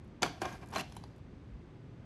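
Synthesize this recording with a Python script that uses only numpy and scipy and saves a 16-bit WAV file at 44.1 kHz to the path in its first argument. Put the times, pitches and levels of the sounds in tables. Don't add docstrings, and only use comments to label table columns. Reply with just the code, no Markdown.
import sys
import numpy as np
from scipy import signal
from scipy.io import wavfile
from scipy.ndimage import uniform_filter1d

SR = 44100
rng = np.random.default_rng(int(sys.argv[2]) if len(sys.argv) > 2 else 0)


def digitize_waveform(pressure):
    field = np.atleast_2d(pressure).T
    bounded = np.clip(field, -1, 1)
    quanta = np.round(bounded * 32767).astype(np.int16)
    wavfile.write(sys.argv[1], SR, quanta)


def volts_from_decibels(level):
    exponent = np.asarray(level, float) / 20
    return 10 ** exponent


N = 90404

# time_s, friction_db, brightness_db, panel_weight_db
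STROKES = [
    [(.217, -66, -36, 18), (.222, -39, 6, -0.5), (.25, -40.5, 1, 3), (.275, -45.5, 1, -3.5),
     (.31, -57.5, 1.5, 1), (.4, -61, -2, -3.5)],
    [(.408, -67, 10, -1), (.42, -47.5, 10, 9.5), (.445, -51.5, 0, 6), (.452, -49, 4, 12.5),
     (.462, -49.5, 1, 5), (.49, -54, 5, 2), (.52, -57, 7, 3.5), (.555, -57.5, 6, 4), (.575, -65.5, 8, -5)],
    [(.6, -63, 2.5, -1.5), (.64, -57, -1, 2.5), (.657, -73, 6.5, 5.5), (.72, -66, 2, 8.5)],
    [(.728, -50.5, 1.5, -1), (.755, -45, 6.5, -1), (.765, -42.5, 3.5, 2), (.795, -42, 6.5, -4.5),
     (.812, -44, 9, -3.5), (.823, -52.5, -9.5, -1), (.87, -67.5, 6.5, -3.5), (1.0, -68, 6, -1),
     (1.2, -86, 6, -12)],
]
# freq_hz, level_db_per_hz
RUB = [(150, 8), (520, -9.5), (750, -6), (1500, -12), (4200, -14.5), (7000, -17.5), (8400, -26),
       (12000, -21)]
# start_s, pitch_hz, knock_db, panel_db, edge_db
KNOCKS = [(0.2208, 1500, -44, -30, -28), (0.2234, 735, -27, -38.5, -48), (.229, 1160, -23.5, -45, -18.5),
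          (0.2316, 694, -19.5, -27.5, -29.5), (0.2614, 1130, -20.5, -47, -38),
          (0.4168, 820, -25.5, -38, -34), (0.432, 730, -30, -45, -55), (.443, 940, -54, -47, -46),
          (0.4538, 1090, -27, -39, -34), (0.7379, 980, -29.5, -73, -45), (0.7592, 1070, -19.5, -31, -30.5),
          (0.7815, 1550, -31, -67, -34.5), (0.922, 935, -43, -80, -47), (0.9663, 940, -39.5, -51, -44.5),
          (1.0378, 800, -36, -59, -52.5), (0.224, 107, -34.5, -62, -61), (.243, 705, -42, -65, -61),
          (0.461, 152, -37, -50, -62)]
# freq_hz, level_db_per_hz
EDGE = [(900, -16), (2100, -10), (3100, -8), (4600, -14), (6800, -6), (8200, -33), (10500, -17.5),
        (13500, -28.5)]
# freq_hz, level_db, t60_s
PANEL = [(178, 2, 0.02), (266, -9.5, 0.016), (360, 4, 0.022), (670, -4.5, 0.028), (728.6, 2, 0.038),
         (932, -3, 0.024), (1077, 2.5, 0.014), (1380, -3.5, 0.0097), (1610, -5.5, 0.037), (2380, -8, 0.034),
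         (2690, -15.5, 0.023), (2950, -13, 0.02), (4370, -16, 0.0077), (4800, -14, 0.013)]
# start_s, pitch_hz, level_db, t60_s
PINGS = [(.222, 5020, -34, 0.0092), (.2293, 4530, -23, 0.01), (0.2294, 1380, -22, 0.022),
         (.2335, 886, -25.5, 0.025), (.2295, 360, -28.5, 0.016), (0.2293, 11800, -39, 0.0069),
         (.2305, 9430, -38, 0.0063), (0.2346, 8300, -43, 0.013), (.2365, 2150, -38, 0.012),
         (.233, 550, -28.5, .015), (.2335, 1570, -30, 0.013), (.2625, 694, -29, 0.013),
         (0.2775, 3180, -38, 0.011), (0.4153, 8970, -44.5, 0.01), (.4315, 725, -31, 0.022),
         (0.4556, 6150, -41.5, 0.0099), (0.454, 585, -36.5, 0.034), (0.4589, 1080, -34, 0.024),
         (0.466, 1010, -52, 0.011), (.526, 6440, -47, .012), (.549, 4700, -54, 0.0092),
         (0.7283, 990, -36.5, 0.0093), (.737, 5620, -44, 0.0089), (.7415, 970, -31, 0.0069),
         (0.7438, 3120, -44, 0.023), (0.7587, 4145, -38.5, 0.033), (0.771, 4100, -32, 0.013),
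         (.7825, 9270, -42.5, 0.0094), (0.767, 1300, -35, 0.009), (0.7821, 1615, -36, 0.011),
         (0.793, 1090, -27, 0.0039), (0.7943, 1520, -38, 0.0066), (0.7957, 5620, -40, 0.016),
         (0.796, 2720, -34, 0.022), (0.804, 2810, -31.5, 0.011), (0.773, 1450, -35, 0.011),
         (0.8068, 1290, -40, 0.0087), (.9225, 10700, -53.5, .008), (.925, 3160, -60, 0.0092),
         (0.9668, 910, -32.5, 0.0089), (.9668, 10500, -47, 0.01), (0.967, 7300, -51.5, .012),
         (.969, 4000, -51, 0.029), (0.965, 3080, -50, 0.013), (1.0377, 4800, -46, 0.009),
         (1.039, 4100, -52, .012), (1.0385, 1200, -51, 0.0091), (1.0378, 10300, -59, 0.011)]
# start_s, pitch_hz, level_db, t60_s
THUMPS = [
    (.245, 195, -34, 0.053),
    (.262, 330, -38, 0.033),
    (0.266, 149, -35, .04),
    (0.296, 292, -36.5, 0.045),
    (.452, 191, -42, 0.046),
    (.472, 140, -43, 0.055),
    (.528, 185, -41, 0.055),
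    (0.804, 262, -32.5, 0.018),
    (.818, 169, -35, 0.035),
]
# start_s, level_db
TICKS = [(0.045, -67), (0.076, -68.5), (.525, -60), (0.659, -56.5), (0.672, -57), (0.686, -51.5),
         (0.704, -54), (.711, -51), (.901, -64), (0.951, -56), (0.965, -44.5), (1.161, -64.5),
         (1.18, -67.5)]
# freq_hz, t60_s
ROOM_T60 = [(200, 0.22), (1500, 0.25), (5000, 0.4), (12000, 0.069)]
# freq_hz, level_db_per_hz
AIR = [(30, -8), (106, -1), (330, -13), (530, -22.5), (2700, -37), (7200, -52.5), (9000, -66), (13500, -65)]
BAND_EDGES_HZ = 25 * 2 ** np.arange(0, 9.3, 0.4)

JERK_DB, JERKS_PER_S = 1.0, 60
SLIPS_PER_S, SLIP_SPREAD_DB = 9000, 1
CATCHES_PER_S, CATCH_SPREAD_DB = 450, 3.8
SLIP_PANEL_DB, SLIP_RUB_DB, SLIP_RIM_DB = 3, -6.5, -7
KNOCK_CYCLES, PANEL_PUSH_S = 7.0, 0.0035
ATTACK_S, CHATTER_S = 0.0006, 0.0024
RIMS, RIM_CYCLES, RIM_SPREAD_DB, CRACK_RIM_DB = 24, 24, 2.5, -7.5
PANEL_LOW_HZ = 129
PING_RISE = 0.21
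TICK_HZ, TICK_S = 4300, 0.0033
THUD_S, THUD_HZ, THUD_DB, THUD_RISE_S, THUD_FALL_S = 1.548, 53.6, -37.5, 0.022, 0.0073
ROOM_DB, ROOM_LOW_HZ = -14.5, 312
AIR_DB = -50.5
MIC_LOW_HZ, CUTOFF_HZ = 44, 13500
TOP_LOW_HZ, TOP_HIGH_HZ, TOP_DB = 13750, 14150, -9
TOP_GATE_DB, TOP_HOLD_S = -90.5, 0.035


def slide():
    points = [row for stroke in STROKES for row in stroke]
    s, friction_db, bright_db, weight_db = np.transpose(points)
    t = np.arange(N) / SR
    jerk = rms_one(band(rng.standard_normal(N), 4.7, JERKS_PER_S))
    gain = volts_from_decibels(np.interp(t, s, friction_db, left=-120, right=-120) + JERK_DB * jerk)
    bright = np.interp(t, s, bright_db)
    weight = np.interp(t, s, weight_db)
    slips = grains(SLIPS_PER_S, SLIP_SPREAD_DB, count=4)
    catches = grains(CATCHES_PER_S, CATCH_SPREAD_DB, count=1)[0]

    body = rms_one(panel(lambda k: np.roll(slips[k % 2], 1009 * k) * gain))
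    body = body * np.sqrt(np.mean(gain ** 2))
    rings = rims(lambda k: np.roll(catches, 2003 * k) * gain * volts_from_decibels(bright), RUB)
    rub = 4.74 * gain * colour(slips[2:], RUB, bright)
    return volts_from_decibels(SLIP_PANEL_DB + weight) * body + volts_from_decibels(SLIP_RUB_DB) * rub + volts_from_decibels(SLIP_RIM_DB) * rings


def knocks():
    s, pitch_hz, knock_db, panel_db, edge_db = np.transpose(KNOCKS)
    count = len(s)

    share = volts_from_decibels(rng.normal(0, 0.93, (count, len(PANEL))))
    rim_share = volts_from_decibels(rng.normal(0, RIM_SPREAD_DB, (count, RIMS)))
    push = bursts(s, panel_db - 23, np.full(count, PANEL_PUSH_S))
    chatter = grains(6000, 0.5, count=2)
    body = panel(lambda k: (share[:, k] @ push) * np.roll(chatter[k % 2], 97 * k))

    hollow = np.zeros(N)
    for start, hz, db in zip(s, pitch_hz, knock_db):
        click = -volts_from_decibels(db) * (np.arange(N) == int(start * SR) + 30)
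        hollow += band(ring(click, hz, KNOCK_CYCLES / hz), 0.5 * hz, 2 * hz)

    crack = bursts(s, edge_db + 4.0, np.full(count, CHATTER_S))
    grit = grains(12000, 1.04, count=2)
    rings = rims(lambda k: (rim_share[:, k] @ crack) * np.roll(grit[k % 2], 53 * k), EDGE)
    return body + hollow + colour(crack.sum(0) * grit, EDGE) + volts_from_decibels(CRACK_RIM_DB) * rings


def pings():
    out = np.zeros(N)
    for s, hz, db, t60 in [*PINGS, *THUMPS]:
        t = np.maximum(np.arange(N) / SR - s, 0)
        swell = 1 - np.exp(-t / (PING_RISE * t60))
        out += volts_from_decibels(db + 10 - 60 * t / t60) * swell * np.sin(2 * np.pi * hz * t)
    return out


def ticks():
    s, db = np.transpose(TICKS)
    envelope = bursts(s, db, np.full(len(s), TICK_S)).sum(0)
    return band(envelope * rng.standard_normal(N), TICK_HZ, 14000)


def thud():
    t = np.arange(N) / SR - THUD_S
    width = np.where(t < 0, THUD_RISE_S, THUD_FALL_S)
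    return -volts_from_decibels(THUD_DB) * np.exp(-0.5 * (t / width) ** 2) * np.cos(2 * np.pi * THUD_HZ * t)


def room(x):
    t = np.arange(SR // 2) / SR
    white = rng.standard_normal((2, len(t)))
    tail = np.zeros(len(t))
    for k, (low, high) in enumerate(zip(BAND_EDGES_HZ, BAND_EDGES_HZ[1:])):
        decay = volts_from_decibels(-60 * t / at_hz(ROOM_T60, np.sqrt(low * high)))
        tail += band(white[k % 2], low, high) * decay
    tail = tail * np.clip(t / 0.002, 0, 1)
    tail = tail / np.sqrt(np.sum(tail ** 2))
    return volts_from_decibels(ROOM_DB) * signal.fftconvolve(band(x, ROOM_LOW_HZ, 15700), tail)[:N]


def air():
    noise = rng.standard_normal((2, N + SR // 2))
    return volts_from_decibels(AIR_DB) * rms_one(colour(noise, AIR)[-N:])


def panel(force):
    out = sum(volts_from_decibels(db) * ring(force(k), hz, t60) for k, (hz, db, t60) in enumerate(PANEL))
    return signal.sosfilt(signal.butter(2, PANEL_LOW_HZ, "high", fs=SR, output="sos"), out)


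def rims(force, spectrum):
    pitches = np.geomspace(1500, 12500, num=RIMS) * volts_from_decibels(rng.normal(0, 0.12, size=RIMS))
    out = 0
    for k, hz in enumerate(pitches):
        level = volts_from_decibels(at_hz(spectrum, hz)) * np.sqrt(hz / SR)
        out = out + level * ring(force(k), hz, RIM_CYCLES / hz)
    return out


def ring(force, hz, t60):
    r, w = volts_from_decibels(-60 / (t60 * SR)), 2 * np.pi * hz / SR
    return signal.lfilter([0, np.sin(w)], [1, -2 * r * np.cos(w), r * r], force + 1e-18)


def bursts(s, db, length_s):
    t = np.maximum(np.arange(N) / SR - np.asarray(s)[:, None], 0)
    fade = np.exp(-t / np.asarray(length_s)[:, None])
    return volts_from_decibels(db)[:, None] * fade * (1 - np.exp(-t / ATTACK_S))


def grains(per_s, spread_db, count):
    sizes = volts_from_decibels(spread_db * np.minimum(rng.exponential(1, (count, N)), 5))
    signs = rng.choice([-1, 1], (count, N))
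    return rms_one(sizes * signs * (rng.random((count, N)) < per_s / SR))


def colour(pair, spectrum, tilt_db=0):
    out = 0
    for k, (low, high) in enumerate(zip(BAND_EDGES_HZ, BAND_EDGES_HZ[1:])):
        hz = np.sqrt(low * high)
        octaves_under = max(np.log2(spectrum[0][0] / hz), 0)
        tilt = tilt_db * max(np.log2(hz / 1000), 0) / 3
        level_db = at_hz(spectrum, hz) - 23 * octaves_under + tilt
        out = out + volts_from_decibels(level_db) * band(pair[k % 2], low, high)
    return out


def band(x, low_hz, high_hz):
    return signal.sosfilt(signal.butter(2, [low_hz, high_hz], "band", fs=SR, output="sos"), x + 1e-18)


def at_hz(points, hz):
    points = np.array(points)
    return np.interp(np.log(hz), np.log(points[:, 0]), points[:, 1])


def rms_one(x):
    return x / np.sqrt(np.mean(x ** 2) + 1e-20)


def scene():
    tray = slide() + knocks() + pings() + ticks()
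    return (tray + room(tray) + thud() + air())[None]


def top_cut(x):
    return signal.sosfilt(signal.butter(12, 14130, fs=SR, output="sos"), x)


def record(dry):
    dry = signal.sosfilt(signal.butter(3, MIC_LOW_HZ, "high", fs=SR, output="sos"), dry)
    main = signal.sosfilt(signal.cheby2(12, 60, CUTOFF_HZ, fs=SR, output="sos"), dry)
    top = volts_from_decibels(TOP_DB) * band(band(dry, TOP_LOW_HZ, TOP_HIGH_HZ), TOP_LOW_HZ, TOP_HIGH_HZ)
    power = uniform_filter1d(top ** 2, size=int(TOP_HOLD_S * SR))
    top = top * power ** 2 / (power ** 2 + volts_from_decibels(4.0 * TOP_GATE_DB))
    return top_cut(top + main)


dry = scene()
out = record(dry)
digitize_waveform(out)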